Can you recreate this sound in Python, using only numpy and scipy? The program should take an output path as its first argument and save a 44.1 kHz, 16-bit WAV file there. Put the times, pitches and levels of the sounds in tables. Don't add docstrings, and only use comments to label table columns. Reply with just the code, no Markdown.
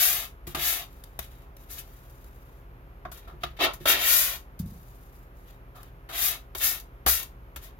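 import sys
import numpy as np
from scipy import signal
from scipy.fft import rfft, irfft, next_fast_len
from scipy.io import wavfile
from scipy.ndimage import uniform_filter1d

SR = 44100
rng = np.random.default_rng(int(sys.argv[2]) if len(sys.argv) > 2 else 0)


def materialize(psi):
    bounded = np.clip(np.atleast_2d(psi).T, -1, 1)
    quanta = np.round(bounded * 32767).astype(np.int16)
    wavfile.write(sys.argv[1], SR, quanta)


N = 343539

# pitch_hz, level_db, waver_hz
FAN_TONES = [(41.2, -51.5, 0.056), (57.8, -54, .05), (69.2, -61, .1), (120.2, -60, 0.12), (125.7, -79, 1.1),
             (171, -73, 0.96), (266.6, -69, 1.9), (344, -69.5, 2.8), (406, -67, 2), (486, -72.5, 2.8),
             (550, -69.5, 3.7), (670, -71.5, 2.7), (800, -84.5, 3.7)]
# pitch_hz, level_db
AIR_COLOUR = [(20, -33.5), (35, -19.5), (50, 0.5), (80, -8.5), (120, -7), (220, -17.5), (500, -21),
              (1200, -20.5), (2700, -33), (4500, -45), (6800, -49), (8200, -56), (13000, -35.5),
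              (16000, -48.5)]
# pitch_hz, likeness (1 same, 0 unrelated, -1 opposite)
AIR_LIKENESS = [(60, 0.96), (300, .9), (1000, 0.68), (4000, 0.058), (12000, .1)]
# pitch_hz, level_db, ring_s
TABLE_ARM_NOTES = [(75.3, -35.5, 0.63), (104.3, -32, 0.25), (157, -34.5, 0.55), (175.8, -28, 0.38),
                   (202, -29.5, 0.14)]
# pitch_hz, level_db, ring_s
TABLE_TAP_NOTES = [(63, 2, .4), (78, -21, .3), (182.5, -11.5, 0.15)]
# start_s, level_db
PLATE_ROCKS = [(0.474, -38.5), (0.547, -65), (0.573, -38.5), (3.051, -44), (3.336, -47), (3.438, -41.5),
               (3.808, -41.5)]
# pitch_hz, level_db, ring_s
ROCK_NOTES = [(148.3, 0, 0.15), (210, -5.5, 0.14), (351, 2, 0.14), (393, -11.5, 0.044)]
# pitch_hz, level_db
SCRAPE_COLOUR = [(120, -41), (200, -1.5), (340, -7.5), (519, -12.5), (683, 1), (791, -10), (1210, 0),
                 (3690, 1), (5330, -10.5), (6880, -13), (7970, -20.5), (12800, -6), (16000, -13)]
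# pitch_hz, width_hz, strength_db
PLATE_PEAKS = [(372, 60, 8), (669, 54, 12), (700, 70, 12), (853, 25, 8), (1086, 35, 12), (1200, 44, 8),
               (1307, 86, 11), (1437, 165, 10), (1681, 34, 7), (1844, 111, 11), (1917, 33, 12),
               (1942, 24, 9), (2067, 76, 10), (2235, 97, 10), (2367, 68, 11), (2657, 115, 11),
               (2768, 50, 10), (2969, 107, 10), (3131, 250, 6), (3331, 82, 12), (3568, 49, 11),
               (3655, 82, 12), (3850, 103, 12), (3991, 20, 4)]
# pitch_hz, width_hz, strength_db
BLADE_PEAKS = [(4295, 55, 1), (4551, 91, 4), (4846, 35, 3), (5072, 29, 4), (5258, 39, 2), (5720, 47, 4),
               (5891, 73, 6), (6230, 25, 4), (6835, 151, 5), (7186, 150, 1), (7900, 49, 2), (8508, 35, 6),
               (8703, 35, 7), (9083, 37, 3), (9179, 28, 6), (9497, 38, 7), (9760, 128, 1), (10524, 56, 0),
               (10718, 59, 8), (11146, 100, 3), (11734, 87, 4), (12018, 40, 0), (12476, 38, 7),
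               (12716, 55, 5), (13148, 213, 4), (13542, 69, 1), (13950, 300, -1), (14705, 53, 5),
               (15173, 300, 1), (15577, 63, 2)]
# pitch_hz, left_minus_right_db
BLADE_BALANCE = [(700, -1), (1700, 0), (2500, 5), (3700, 3.5), (4500, -6.5), (5300, 3), (7200, -10),
                 (8400, 17), (9800, -1), (11200, 5.5), (13200, 13.5), (15500, 24)]
# pitch_hz, likeness (-1 to 1)
SCRAPE_LIKENESS = [(60, 0.86), (300, 0.99), (700, 0.77), (1400, 0.096), (3100, 0.15), (7000, -0.42),
                   (15000, 0)]
# start_s, length_s, rasp_db, hiss_db
SOFT_RUSTLES = [(0.505, 0.032, -49, -50), (0.898, 0.32, -68, -63.5), (1.038, 0.088, -66, -62),
                (1.2, 0.064, -49, -48), (1.297, 0.16, -62.5, -61.5), (1.574, 0.36, -67, -62),
                (1.85, 0.75, -67, -61.5), (2.066, 0.21, -80, -68), (3.13, 0.14, -58, -64),
                (3.406, 0.1, -53, -59), (3.565, 0.057, -47, -57), (3.8, 0.13, -53, -53.5),
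                (4.65, .45, -72, -58.5), (5.12, 0.12, -81.5, -61.5), (5.348, 0.16, -82, -66),
                (5.456, 0.084, -59, -58), (5.79, 0.093, -59, -60), (6.563, 0.14, -48.5, -36.5)]
# start_s, level_db, knock_db, tick_db, fade_s, table_thud_db
BLADE_TAPS = [(0.468, -30, -9.5, -2, 0.19, -43), (0.5473, -16, -5, -8, 0.087, -40),
              (1.0373, -34, -20, 0.5, 0.03, -72), (1.19, -18.5, -7, -2, 0.038, -37),
              (1.566, -43, -6.5, 1.5, 0.033, -70), (2.242, -49, -6, 3, 0.028, -70),
              (3.051, -40, 15.5, -17, 0.071, -53), (3.115, -36, -5.5, 1, 0.18, -46),
              (3.173, -39, -14, 0.5, 0.092, -72), (3.274, -44.5, 5.5, -9, 0.26, -45.5),
              (3.434, -14, -4.5, -18, 0.057, -39), (3.734, -35, -4, 4.5, 0.088, -42),
              (3.855, -11.5, -6.5, -11.5, 0.14, -40), (3.895, -24, 3, -9.5, 0.12, -60),
              (4.591, -36, -14, 4, 0.089, -76.5), (5.8297, -40.5, -10, 2.5, 0.025, -68),
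              (6.089, -31, -4.5, -9, 0.45, -72), (6.549, -21.5, -5.5, -5.5, 0.069, -49),
              (6.798, -43, -12, 8.5, 0.07, -67.5), (7.062, -11, -4, -2, 0.11, -28),
              (7.228, -34.5, -10, 8.5, 0.049, -70), (7.560, -24.5, -10.5, -5, 0.077, -41.5)]
# start_s, speed_up_s, slow_down_s, drag_db, rasp_db, hiss_db, pressure_drop_db
PAINT_STROKES = [(-0.04, 0.061, 0.23, -39.5, -28, -18, 6), (0.56, 0.12, 0.15, -42, -32, -23, 5),
                 (1.683, 0.033, 0.11, -60.5, -51, -39, 1), (1.763, 0.027, 0.036, -62, -46.5, -37, 7),
                 (3.589, 0.056, 0.029, -26, -22, -30, -1), (3.857, 0.036, 0.079, -32.5, -21.5, -17, -1.5),
                 (3.968, 0.17, 0.22, -39, -27, -17, 8.5), (5.745, 0.016, 0.051, -50.5, -56, -53.5, 4),
                 (6.12, 0.14, 0.096, -43.5, -32.5, -21.5, 2.5), (6.596, 0.051, 0.13, -43, -31, -20, 7),
                 (7.064, 0.0099, 0.15, -44.5, -29.5, -17, 4), (7.603, 0.038, 0.065, -61.5, -54.5, -46, 1.5)]


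def from_db(db):
    return 10 ** (np.asarray(db) / 20)


def unit_level(x):
    return x / np.sqrt(np.mean(np.atleast_2d(x).mean(axis=0) ** 2) + 1e-20)


def evened(x, span_s=0.018):
    power = uniform_filter1d(np.mean(x ** 2, axis=0), int(span_s * SR))
    return unit_level(x / np.sqrt(np.maximum(power, 1e-20)))


def at_hz(points, hz):
    points = np.array(points)
    return np.interp(np.log(hz + 1), np.log(points[:, 0]), points[:, 1])


def drift(per_s):
    knots = rng.standard_normal(N // 8)
    return np.interp(np.arange(N) / SR * per_s, np.arange(len(knots)), knots) / np.sqrt(2 / 3)


def butter(x, hz, kind, order=3):
    return signal.sosfilt(signal.butter(order, hz, kind, fs=SR, output="sos"), x)


def shaped(x, gain_at, size=8192):
    cepstrum = irfft(np.log(gain_at(np.arange(size // 2 + 1) * SR / size) + 1e-7))
    fold = 1 + np.sign(size // 2 - np.arange(size))
    fold[0] = 1
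    response = irfft(np.exp(rfft(cepstrum * fold)))
    return signal.oaconvolve(x, response)[:N]


def stereo_noise(likeness):
    size = next_fast_len(N)
    alike = np.clip(at_hz(likeness, np.fft.rfftfreq(size, 1 / SR)), -.999, .999)
    mid, side = rfft(rng.standard_normal((2, size)))
    mid, side = mid * np.sqrt(1 + alike), side * np.sqrt(1 - alike)
    return unit_level(irfft([mid + side, mid - side], size)[:, :N])


def ring(force, notes):
    out = 0
    for hz, db, ring_s in notes:
        decay, turn = from_db(-60 / (ring_s * SR)), 2 * np.pi * hz / SR
        feedback = [1, -2 * decay * np.cos(turn), decay * decay]
        out = out + signal.lfilter([0, from_db(db) * np.sin(turn)], feedback, force + 1e-18)
    return out


def three_bands(x, floor_hz=220, low_hz=1300, high_hz=6000):
    low = butter(x, [floor_hz, low_hz], "band")
    return low, butter(x, [low_hz, high_hz], "band"), butter(x, high_hz, "high")


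def fan(air_db=-52.5, lag_s=.0003):
    tones = 0
    for hz, db, waver_hz in FAN_TONES:
        cycles = rng.random() + np.cumsum(hz + waver_hz * drift(32)) / SR
        tones = tones + np.sqrt(2) * from_db(db) * np.sin(2 * np.pi * cycles)
    air = [shaped(x, lambda hz: from_db(at_hz(AIR_COLOUR, hz))) for x in stereo_noise(AIR_LIKENESS)]
    left, right = tones + from_db(air_db) * unit_level(np.array(air))
    return np.array([left, np.interp(np.arange(N) - lag_s * SR, np.arange(N), right)])


def studio_echo(x, fade_s=0.2, echo_db=-11.0, gap_s=0.00097, wall_hz=9000):
    t = np.arange(SR * 3 // 4) / SR
    noise = butter(rng.standard_normal((2, len(t))), wall_hz, "low", order=1)
    tail = noise * from_db(-60 * t / fade_s) * (t > gap_s)
    tail /= np.sqrt(np.sum(tail ** 2, axis=1, keepdims=True))
    return x + from_db(echo_db) * signal.oaconvolve(x, tail, axes=1)[:, :N]


def arm_bump(start_s=4.599, soft_hz=280, rebound_s=0.06, rebound_db=-6, count=3):
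    push = np.zeros(N)
    for k in range(count):
        push[round((start_s + k * rebound_s) * SR)] = from_db(k * rebound_db)
    return butter(ring(push, TABLE_ARM_NOTES), soft_hz, "low")


def rocking_plate(soft_hz=600):
    push = np.zeros(N)
    for start_s, db in PLATE_ROCKS:
        push[round(start_s * SR)] = from_db(db)
    return butter(ring(push, ROCK_NOTES), soft_hz, "low")


def blade_echo(force, echo_db=-6.5, trip_s=.0022, wander=.1, per_s=4):
    now = np.arange(N)
    earlier = now - SR * trip_s * np.exp(wander * drift(per_s))
    return force + from_db(echo_db) * np.array([np.interp(earlier, now, x) for x in force])


def blade_and_plate(force, depth=0.62, neighbours=280):
    def gain(hz, side):
        peaks = 1 + sum(from_db(2 * db) / (1 + (2 * (hz - centre) / width) ** 2)
                        for centre, width, db in PLATE_PEAKS + BLADE_PEAKS)
        ringing = (peaks / uniform_filter1d(peaks, neighbours)) ** (depth / 2)
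        share = 1 / np.sqrt(1 + from_db(-2 * side * at_hz(BLADE_BALANCE, hz)))
        return from_db(at_hz(SCRAPE_COLOUR, hz)) * ringing * share
    return np.array([shaped(x, lambda hz: gain(hz, side)) for x, side in zip(force, (1, -1))])


def friction(grains_per_s, grain_db, smear_db, judder_db, snap_s=0.00098):
    sizes = from_db(grain_db * np.minimum(rng.exponential(1, N), 5))
    snaps = (rng.random(N) < grains_per_s / SR) * sizes ** 2
    energy = signal.lfilter([1], [1, -np.exp(-1 / (snap_s * SR))], snaps + 1e-18)
    judder = from_db(judder_db * drift(130))
    strength = np.sqrt(energy / energy.mean() + from_db(2 * smear_db)) * judder
    return blade_and_plate(blade_echo(strength * stereo_noise(SCRAPE_LIKENESS)))


def rustle_levels(swell_s=0.023, sag_db=9, end_db_per_s=200.5):
    t, power = np.arange(N) / SR, np.zeros((2, N))
    for start_s, length_s, rasp_db, hiss_db in SOFT_RUSTLES:
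        near = (t >= start_s) & (t < start_s + 1)
        age_s = t[near] - start_s
        fade_db = sag_db * age_s / length_s + end_db_per_s * np.maximum(age_s - length_s, 0)
        swell = np.minimum(age_s / swell_s, 1)
        power[:, near] += from_db([rasp_db - fade_db, hiss_db - fade_db]) ** 2 * swell
    return np.sqrt(power)


def soft_rustles(rasp_db=-1.5):
    rasp, hiss = rustle_levels()
    fizz = friction(grains_per_s=360, grain_db=1.5, smear_db=4.5, judder_db=2.0)
    _, middle, high = map(unit_level, three_bands(fizz))
    return from_db(rasp_db) * rasp * middle + hiss * high


def knife_taps(level_db=-8.0, rasp_db=-5.0, rasp_share=0.22, hold_s=0.0019, rise_s=0.0012):
    t, gains, push = np.arange(SR // 2) / SR, np.zeros((3, N + SR)), np.zeros(N)
    for start_s, db, knock_db, tick_db, fade_s, thud_db in BLADE_TAPS:
        at = round(start_s * SR)
        cushion = 1 - np.exp(-t / rise_s)
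        burst = cushion * from_db(db + level_db - 60 * np.maximum(t - hold_s, 0) / fade_s)
        middle_db = rasp_db + rasp_share * knock_db
        gains[:, at:at + len(t)] += from_db([[knock_db], [middle_db], [tick_db]]) * burst
        push[at] = from_db(thud_db)
    contacts = three_bands(friction(grains_per_s=4400, grain_db=2.5, smear_db=3.0, judder_db=1.7))
    ticks = sum(gain[:N] * evened(band) for gain, band in zip(gains, contacts))
    return ticks, ring(push, TABLE_TAP_NOTES)


def stroke_levels(bite_s=0.024, roundness=1.66, slow_loss_db=(2.5, 10.5, 21.5),
                  lift_db_per_s=(378.5, 424, 378)):
    t, power = np.arange(N) / SR, np.zeros((3, N))
    for start_s, rise_s, fall_s, drag_db, rasp_db, hiss_db, drop_db in PAINT_STROKES:
        near = (t >= start_s) & (t < start_s + 1)
        past_peak_s = t[near] - start_s - rise_s
        slowness = np.minimum(np.maximum(-past_peak_s / rise_s, past_peak_s / fall_s), 1) ** roundness
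        pressure_db = -drop_db * np.minimum(past_peak_s, fall_s) / (rise_s + fall_s)
        lifted_s = np.maximum(past_peak_s - fall_s, 0)
        pressed_db = np.array([[drag_db], [rasp_db], [hiss_db]]) + np.outer([1, 1, 0], pressure_db)
        loss_db = np.outer(slow_loss_db, slowness) + np.outer(lift_db_per_s, lifted_s)
        bite = np.minimum((t[near] - start_s) / bite_s, 1)
        power[:, near] += from_db(pressed_db - loss_db) ** 2 * bite
    return np.sqrt(power)


def knife_strokes(drag_db=0.5, hiss_db=-2.5, deep_hz=540, heavy_db=-27,
                  growl_hz=2900, sharp_above_db=6, brightening=0.35):
    drag, rasp, hiss = stroke_levels()
    grit = friction(grains_per_s=1700, grain_db=1.0, smear_db=11.5, judder_db=0.64)
    low, middle, high = (evened(band, span_s=.04) for band in three_bands(grit))
    weight = np.minimum(np.sqrt(drag / from_db(heavy_db)), 1)
    plate = butter(low, deep_hz, "high") + weight * butter(low, deep_hz, "low")
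    sharp = ((hiss + 1e-9) / (from_db(sharp_above_db) * rasp + 1e-9)) ** brightening
    growl = butter(middle, growl_hz, "low", order=1)
    scrape = (sharp * (middle - growl) + growl / sharp) / np.sqrt((sharp ** 2 + sharp ** -2) / 2)
    return from_db(drag_db) * drag * plate + rasp * scrape + from_db(hiss_db) * hiss * high


def scene():
    ticks, thuds = knife_taps()
    painting = studio_echo(knife_strokes() + soft_rustles() + ticks + rocking_plate())
    table = butter(thuds + arm_bump(), 35, "high", order=2)
    return painting + table + fan()


def record(dry):
    cutoff_hz = 15800
    return signal.sosfilt(signal.ellip(10, .2, 80, cutoff_hz, fs=SR, output="sos"), dry)


dry = scene()
out = record(dry)
materialize(out)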